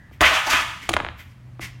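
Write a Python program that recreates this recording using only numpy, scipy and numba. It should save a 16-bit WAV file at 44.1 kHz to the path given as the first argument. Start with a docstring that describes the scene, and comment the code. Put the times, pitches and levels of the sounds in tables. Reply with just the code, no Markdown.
"""A faint knock and scrape, then a large thin metal sheet slaps down on a wooden workbench, flexes
and slaps again; its chattering contacts ring the metal and drum on the wood. A tossed spring clamp
bounces to rest, sending bending waves through the bench top. The sheet is nudged and rasps a little.
One microphone close to the bench, in mono; behind it the workshop reverberates and a machine hums low."""
import sys
import numpy as np
from scipy import signal
from scipy.fft import rfft, irfft
from scipy.io import wavfile
from numba import njit

SR = 44100
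rng = np.random.default_rng(int(sys.argv[2]) if len(sys.argv) > 2 else 0)


def wav_out(sig):
    """Save sig, one row per channel (or a flat mono array), as 16-bit PCM at SR to the path in sys.argv[1]."""
    wavfile.write(sys.argv[1], SR, np.round(np.clip(np.atleast_2d(sig).T, -1, 1) * 32767).astype(np.int16))


N = 79380
TIME = np.arange(N) / SR

# Table levels are relative; spectra give the level per Hz.
# parts of the sheet landing: t/s, rise/s, fall/s, ring/dB, sizzle/dB, bench/dB, thud/dB
SLAPS = [(0.2075, 0.00017, 0.0058, -10, -43, -18, -35), (0.215, 0.0019, 0.0058, -31, -21.5, -14, -42),
         (0.236, 0.013, 0.0089, -10, -52, -33, -26), (0.256, 0.005, 0.032, -16, -26, -33, -28),
         (0.326, 0.015, 0.0077, -20, -42.5, -36, -40), (.350, 0.014, 0.033, -18, -29.5, -52, -56),
         (0.475, 0.012, 0.023, -24, -32, -33, -51), (0.51, 0.0095, 0.042, -16.5, -23.5, -36.5, -41),
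         (0.532, 0.0024, 0.0069, -16, -26.5, -24, -34), (0.568, 0.023, 0.027, -25.5, -32.5, -40.5, -56),
         (0.611, 0.022, 0.025, -38.5, -36.5, -38, -38.5), (0.689, 0.017, 0.043, -35, -55, -48.5, -48)]
# the sheet's dense modes: f/Hz, level/dB
SHEET_SPECTRUM = [(300, -13.5), (550, -14), (800, -9.5), (1200, -2), (2100, -2), (3100, -3), (4200, -17.5),
                  (6500, -23), (10000, -29.5), (16000, -38.5)]
# their decay: f/Hz, t60/s
SHEET_T60 = [(300, .15), (700, 0.68), (1500, 0.31), (3000, .4), (6000, 0.74), (16000, 0.56)]
# sheet modes that stand out: f/Hz, level/dB, t60/s
SHEET_MODES = [(637.7, -18.5, 0.28), (1161, -25.5, 0.26), (1254, -17.5, 0.53), (1494, -21.5, .45),
               (1558, -26, 1), (1743, -15, 0.55), (2180, -22, .6), (2238, -17.5, .5), (2432, -21, 0.22),
               (2546, -16, 0.32), (3009, -28, 0.43)]
# the sheet's sizzling edges: f/Hz, level/dB
SIZZLE_SPECTRUM = [(1500, -5.5), (3500, 5), (6300, 6), (9000, -6.5), (12000, -5.5), (16000, -16)]
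# the bench drumming under the sheet: f/Hz, level/dB
BENCH_SPECTRUM = [(90, -0.5), (150, -2.5), (230, 0), (330, 2.5), (450, -7), (700, -3), (1200, -10.5),
                  (2500, -31)]
# the sheet flexing: t/s, spread/s, f/Hz, climb/(octaves per s), level/dB
FLEXES = [(.222, .012, 1100, 12, -17.5), (.260, 0.018, 2050, 3, -16), (.325, .010, 715, 2.78, -27),
          (0.485, .013, 893, 11, -24.5), (.540, .02, 1700, 6.5, -32)]
# knocks, mostly the clamp: t/s, chirp/dB, contact low-pass/Hz, tick/dB, bench ring/dB, boom/dB
KNOCKS = [(0.112, -32, 1620, -63, -27.5, -7.5), (.2080, 17, 3380, 0.5, 2, 5),
          (0.8903, 8, 3440, -3.5, 2.5, 15), (.8918, 2, 3000, 4, 1, 0), (0.8929, 10.5, 3900, 4, 1.5, 5),
          (0.895, -14, 2960, -9, -5, -3), (0.9073, -6, 1200, -19, -3, 4), (0.917, -18, 3960, -11, -16, -18),
          (0.9321, -1, 4040, -6, -23, -18), (0.9368, 11, 3340, -9, -16, 6),
          (0.9384, 14.5, 4600, -1.5, -24, 16.5), (0.941, -13, 3050, -10, -20, -6),
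          (.9660, 23, 1595, -8, -11.5, 10), (0.9689, 15, 1540, -31, -25, -9),
          (0.9708, 13.5, 1500, -24, -27, 5), (0.9912, -3, 1900, -31, -11, -14),
          (1.0016, 15, 1600, -18, -10, 10.5), (1.004, 10, 1500, -30, -24, -7),
          (1.0297, -13, 2600, -34, -20, 6.5), (1.0480, 11.5, 1940, -26, -25, -4),
          (1.0652, 6, 2120, -42, -18, -19), (1.0873, 6.5, 2540, -45, -21, -6),
          (1.5946, -5, 1550, -54, -11, -5.5)]
# the metal's tick: f/Hz, level/dB
TICK_SPECTRUM = [(800, -6.5), (2000, 6), (3300, 3.5), (5000, -6), (6500, -4), (9500, -6), (12500, -23),
                 (16000, -16.5)]
# modes of the knocked bench: f/Hz, level/dB, t60/s
BENCH_MODES = [(78.3, -46.5, 0.245), (120.7, -39.5, 0.23), (213, -30.5, 0.053), (329.4, -21.5, .09),
               (532, -31.5, 0.032), (726, -24, 0.032), (1211, -25.5, 0.031)]
# the bench frame rumbling under the clamp: t/s, rise/s, fall/s, level/dB
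RUMBLES = [(.950, 0.024, 0.076, -36), (1.040, 0.022, 0.042, -36)]
# metal sliding on wood: t/s, rise/s, fall/s, rasp/dB, hiss/dB, sheen/dB
SLIDES = [(0.136, 0.011, 0.03, -53.5, -74, -65), (.835, 0.015, 0.062, -38.5, -54.5, -64),
          (1.204, 0.017, 0.033, -43.5, -65, -54.5), (1.32, 0.045, 0.026, -64, -67.5, -85),
          (1.618, 0.0066, 0.0089, -37.5, -45, -63), (1.633, 0.011, 0.011, -34, -42.5, -57),
          (1.651, 0.0097, 0.021, -32.5, -43.5, -59)]
# midrange of the friction: f/Hz, level/dB
RASP_SPECTRUM = [(200, -5.5), (500, -21), (1000, -15), (1600, -9.5), (1900, -4), (2120, 0.5), (2400, -6.5),
                 (3100, -8), (4000, -18), (7000, -21.5), (16000, -40.5)]
# its treble: f/Hz, level/dB
HISS_SPECTRUM = [(2500, -19.5), (5000, 6.5), (7000, -1.5), (9500, -3), (13000, -3.5), (16000, -11)]
# its very top: f/Hz, level/dB
SHEEN_SPECTRUM = [(8000, -22.5), (10500, -11), (12800, 0.5), (16000, -7.5)]
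# workshop room tone: f/Hz, level/dB
FLOOR_SPECTRUM = [(20, -31.5), (45, -8), (70, -1), (110, -1.5), (160, -9.5), (250, -16.5), (450, -29),
                  (1000, -28.5), (2000, -32.5), (4000, -42), (8000, -49), (16000, -56)]
# the machine's hum, louder near the end: t/s, level/dB
HUM_LEVELS = [(0, -57.5), (1.15, -58), (1.35, -51), (1.5, -42), (1.8, -41)]
# the workshop's reverberation: f/Hz, level/dB
ROOM_SPECTRUM = [(100, 1.5), (400, -1.5), (1000, 0.5), (2200, -4), (4000, -2), (9000, -7), (16000, -11.5)]
# its decay: f/Hz, t60/s
ROOM_T60 = [(100, 0.2), (1000, 0.49), (2200, 0.76), (5000, 0.54), (16000, 0.38)]

CHATTER_PER_S, SLIDE_GRAINS_PER_S, GRAIN_SPREAD_DB = 7000, 5000, 2.5
EDGE_HZ, EDGE_RISE_HZ_PER_S = 424, 840   # low edge of the sheet's ring
THUD_HZ, BENCH_T60_S, TICK_T60_S = 67, 0.044, 0.026
CHIRP_LOW_HZ, CHIRP_TOP_HZ, BOOM_BAND_HZ = 745, 3600, (131.4, 480)
FLOOR_DB, HUM_HZ = -46, 123.5
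HANDLING_DB, HANDLING_FADE_DB_PER_S = -52.5, 82.5
SHEET_SEND_DB, KNOCK_SEND_DB, SLIDE_SEND_DB = -18, -15, -13


def sheet(places=6):
    """Chatter at several places rings the sheet, sizzles at its edges and drums on the bench."""
    ring, sizzle, bench, thud = swells(SLAPS)
    metal = sum(through(ring * grains(CHATTER_PER_S), response(SHEET_SPECTRUM, SHEET_T60))
                for _ in range(places)) / np.sqrt(places)
    clear_modes = sum(from_db(db) * rms_one(mode(hz, t60)) * rng.choice([-1, 1])
                      for hz, db, t60 in SHEET_MODES) / np.sqrt(N)
    metal += through(ring * grains(CHATTER_PER_S), clear_modes)
    # the lowest ring climbs as the sheet lies flatter
    settling_s = np.clip(TIME - SLAPS[0][0], 0, SLAPS[-1][0] - SLAPS[0][0])
    edge_hz = EDGE_HZ + EDGE_RISE_HZ_PER_S * settling_s
    for _ in range(2):
        metal = moving_high_pass(metal, 2 * np.pi * edge_hz / SR, damping=0.97)
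    wood = through(bench * grains(CHATTER_PER_S), response(BENCH_SPECTRUM, [(THUD_HZ, BENCH_T60_S)]))
    metal += flexes()
    edges = sizzle * colour(grains(CHATTER_PER_S), SIZZLE_SPECTRUM)
    return metal + wood + edges + thud * narrow_tone(THUD_HZ, width_hz=19)


def flexes():
    """Bending stiffens the sheet: a cluster of modes swells and glides upward."""
    out = 0
    for s, spread, hz, climb, db in FLEXES:
        octaves = climb * np.clip(TIME - s, -3 * spread, 3 * spread)
        offset_hz = hz * (2 ** octaves - 1)
        phase = np.angle(narrow_band(hz, width_hz=240)) + 2 * np.pi * np.cumsum(offset_hz) / SR
        out += from_db(db) * rms_one(np.cos(phase)) * np.exp(-((TIME - s) / spread) ** 2 / 2)
    return out * (TIME > SLAPS[0][0])


def knocks():
    """Each contact ticks in the metal, rings the bench and sends a falling chirp and boom through it."""
    chirps, ticks, pushes, booms = np.zeros((4, N))
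    for s, chirp_db, contact_hz, tick_db, bench_db, boom_db in KNOCKS:
        click = signal.unit_impulse(N, int(s * SR))
        chirps += from_db(chirp_db) * butterworth(click, contact_hz, "low")
        ticks += from_db(tick_db) * through(click, metal_tick())
        pushes += from_db(bench_db) * click
        booms += from_db(boom_db) * click
    chirps = butterworth(chirps, CHIRP_LOW_HZ, "high")
    chirps = butterworth(chirps, CHIRP_TOP_HZ, "low", order=4)
    chirps = bending_wave(chirps, bend_hz=1300, stages=4)
    booms = butterworth(booms, BOOM_BAND_HZ, "band")
    booms = bending_wave(booms, bend_hz=273, stages=14)
    bench_ring = sum(from_db(db) * mode(hz, t60) * (-1) ** k
                     for k, (hz, db, t60) in enumerate(BENCH_MODES))
    rumble = swells(RUMBLES)[0] * narrow_tone(hz=77.7, width_hz=120)
    return chirps + booms + ticks + through(pushes, bench_ring) + rumble


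def metal_tick():
    """Short response of heavily damped metal; unit energy."""
    tick = colour(even_noise(), TICK_SPECTRUM) * from_db(-60 * TIME / TICK_T60_S)
    return tick / np.linalg.norm(tick)


def bending_wave(x, bend_hz, stages):
    """Lows travel slower in the bench top: a chain of all-passes makes them arrive late."""
    pole = np.exp(-2 * np.pi * bend_hz / SR)
    for _ in range(stages):
        x = signal.lfilter([-pole, 1], [1, -pole], x + 1e-18)
    return x


def slides():
    """Fine grains of friction rasp and hiss as metal shifts on the wood."""
    spectra = RASP_SPECTRUM, HISS_SPECTRUM, SHEEN_SPECTRUM
    return sum(envelope * colour(grains(SLIDE_GRAINS_PER_S), spectrum)
               for envelope, spectrum in zip(swells(SLIDES), spectra))


def handling_ring():
    """At the start the sheet still rings faintly from being carried."""
    fade = from_db(HANDLING_DB - HANDLING_FADE_DB_PER_S * TIME)
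    return fade * rms_one(narrow_band(hz=1810, width_hz=460).real)


def workshop():
    """Behind the bench: rumbling room tone and a machine humming on one low note."""
    hum_db = np.interp(TIME, *np.transpose(HUM_LEVELS))
    hum = from_db(hum_db) * rms_one(np.sin(2 * np.pi * HUM_HZ * TIME))
    return from_db(FLOOR_DB) * colour(even_noise(), FLOOR_SPECTRUM) + hum


def response(spectrum, t60s, bands=20):
    """Impulse response of modes too dense to count, each band dying at its own rate; unit energy."""
    hz, lines = np.fft.rfftfreq(N, 1 / SR), rfft(even_noise())
    edges_hz = np.geomspace(60, 18000, bands + 1)
    out = 0
    for low, high in zip(edges_hz, edges_hz[1:]):
        gain = from_db(at_hz(spectrum, hz)) * (hz >= low) * (hz < high)
        decay = from_db(-60 * TIME / at_hz(t60s, np.sqrt(low * high)))
        out += rms_one(irfft(lines * gain, N) * decay) * np.linalg.norm(gain)
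    return out / np.linalg.norm(out)


def mode(hz, t60):
    """A decaying sine."""
    return np.sin(2 * np.pi * hz * TIME) * from_db(-60 * TIME / t60)


def grains(per_s):
    """Random tiny contacts of uneven size; unit rms."""
    sizes = from_db(GRAIN_SPREAD_DB * rng.standard_normal(N)) * rng.choice([-1, 1], N)
    return rms_one(sizes * (rng.random(N) < per_s / SR))


def swells(rows):
    """One envelope per level column: each event swells up to its time, then dies away."""
    power = 0
    for s, rise, fall, *levels in rows:
        shape = np.exp(-np.where(TIME < s, ((TIME - s) / rise) ** 2 / 2, (TIME - s) / fall))
        power += np.outer(from_db(levels), shape) ** 2
    return np.sqrt(power)


def narrow_tone(hz, width_hz):
    """A steady tone whose pitch wanders around hz; unit rms."""
    return rms_one(np.cos(np.angle(narrow_band(hz, width_hz))))


def narrow_band(hz, width_hz):
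    """Complex noise in a narrow band."""
    offset_hz = np.fft.fftfreq(N, 1 / SR) - hz
    return np.fft.ifft(np.fft.fft(even_noise()) / (1 + (2 * offset_hz / width_hz) ** 4))


def even_noise():
    """Equally strong sines at every frequency, in random phase."""
    return rms_one(irfft(np.exp(2j * np.pi * rng.random(N // 2 + 1)), N))


def colour(x, spectrum):
    """Give a steady signal a spectrum; unit rms."""
    gain = from_db(at_hz(spectrum, np.fft.rfftfreq(N, 1 / SR)))
    return rms_one(irfft(rfft(x) * gain, N))


@njit
def moving_high_pass(x, step, damping):
    """Resonant high-pass; step is its moving corner in radians per sample."""
    out, low, band = np.zeros(len(x)), 0., 0.
    for i in range(len(x)):
        low += step[i] * band
        out[i] = x[i] - low - damping * band
        band += step[i] * out[i]
    return out


def butterworth(x, hz, kind, order=2):
    """Low-, high- or band-pass."""
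    return signal.sosfilt(signal.butter(order, hz, kind, fs=SR, output="sos"), x + 1e-18)


def through(x, impulse):
    """Play a signal through an impulse response."""
    return signal.fftconvolve(x, impulse)[:N]


def at_hz(points, hz):
    """Read a table on a log-frequency axis."""
    f, value = np.transpose(points)
    return np.interp(np.log(hz + 1e-3), np.log(f), value)


def from_db(db):
    """Decibels to gain."""
    return 10 ** (np.asarray(db) / 20)


def rms_one(x):
    """Scale to unit rms."""
    return x / np.sqrt(np.mean(x ** 2) + 1e-20)


def scene():
    """Close to the bench: mostly direct sound, with the workshop's reverberation well below it."""
    background = handling_ring() + workshop()
    room = response(ROOM_SPECTRUM, ROOM_T60)
    metal, slid, knocked = sheet(), slides(), knocks()
    sent = (from_db(SHEET_SEND_DB) * metal + from_db(KNOCK_SEND_DB) * knocked
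            + from_db(SLIDE_SEND_DB) * slid)
    return (metal + slid + knocked + through(sent, room) + background)[None]


def record(dry, cutoff_hz=16200):
    """The microphone chain rounds off peaks near full scale and cuts the very top."""
    rounded = dry / (1 + dry ** 6) ** (1 / 6)
    return signal.sosfilt(signal.ellip(10, .1, 80, cutoff_hz, fs=SR, output="sos"), rounded)


dry = scene()
out = record(dry)
wav_out(out)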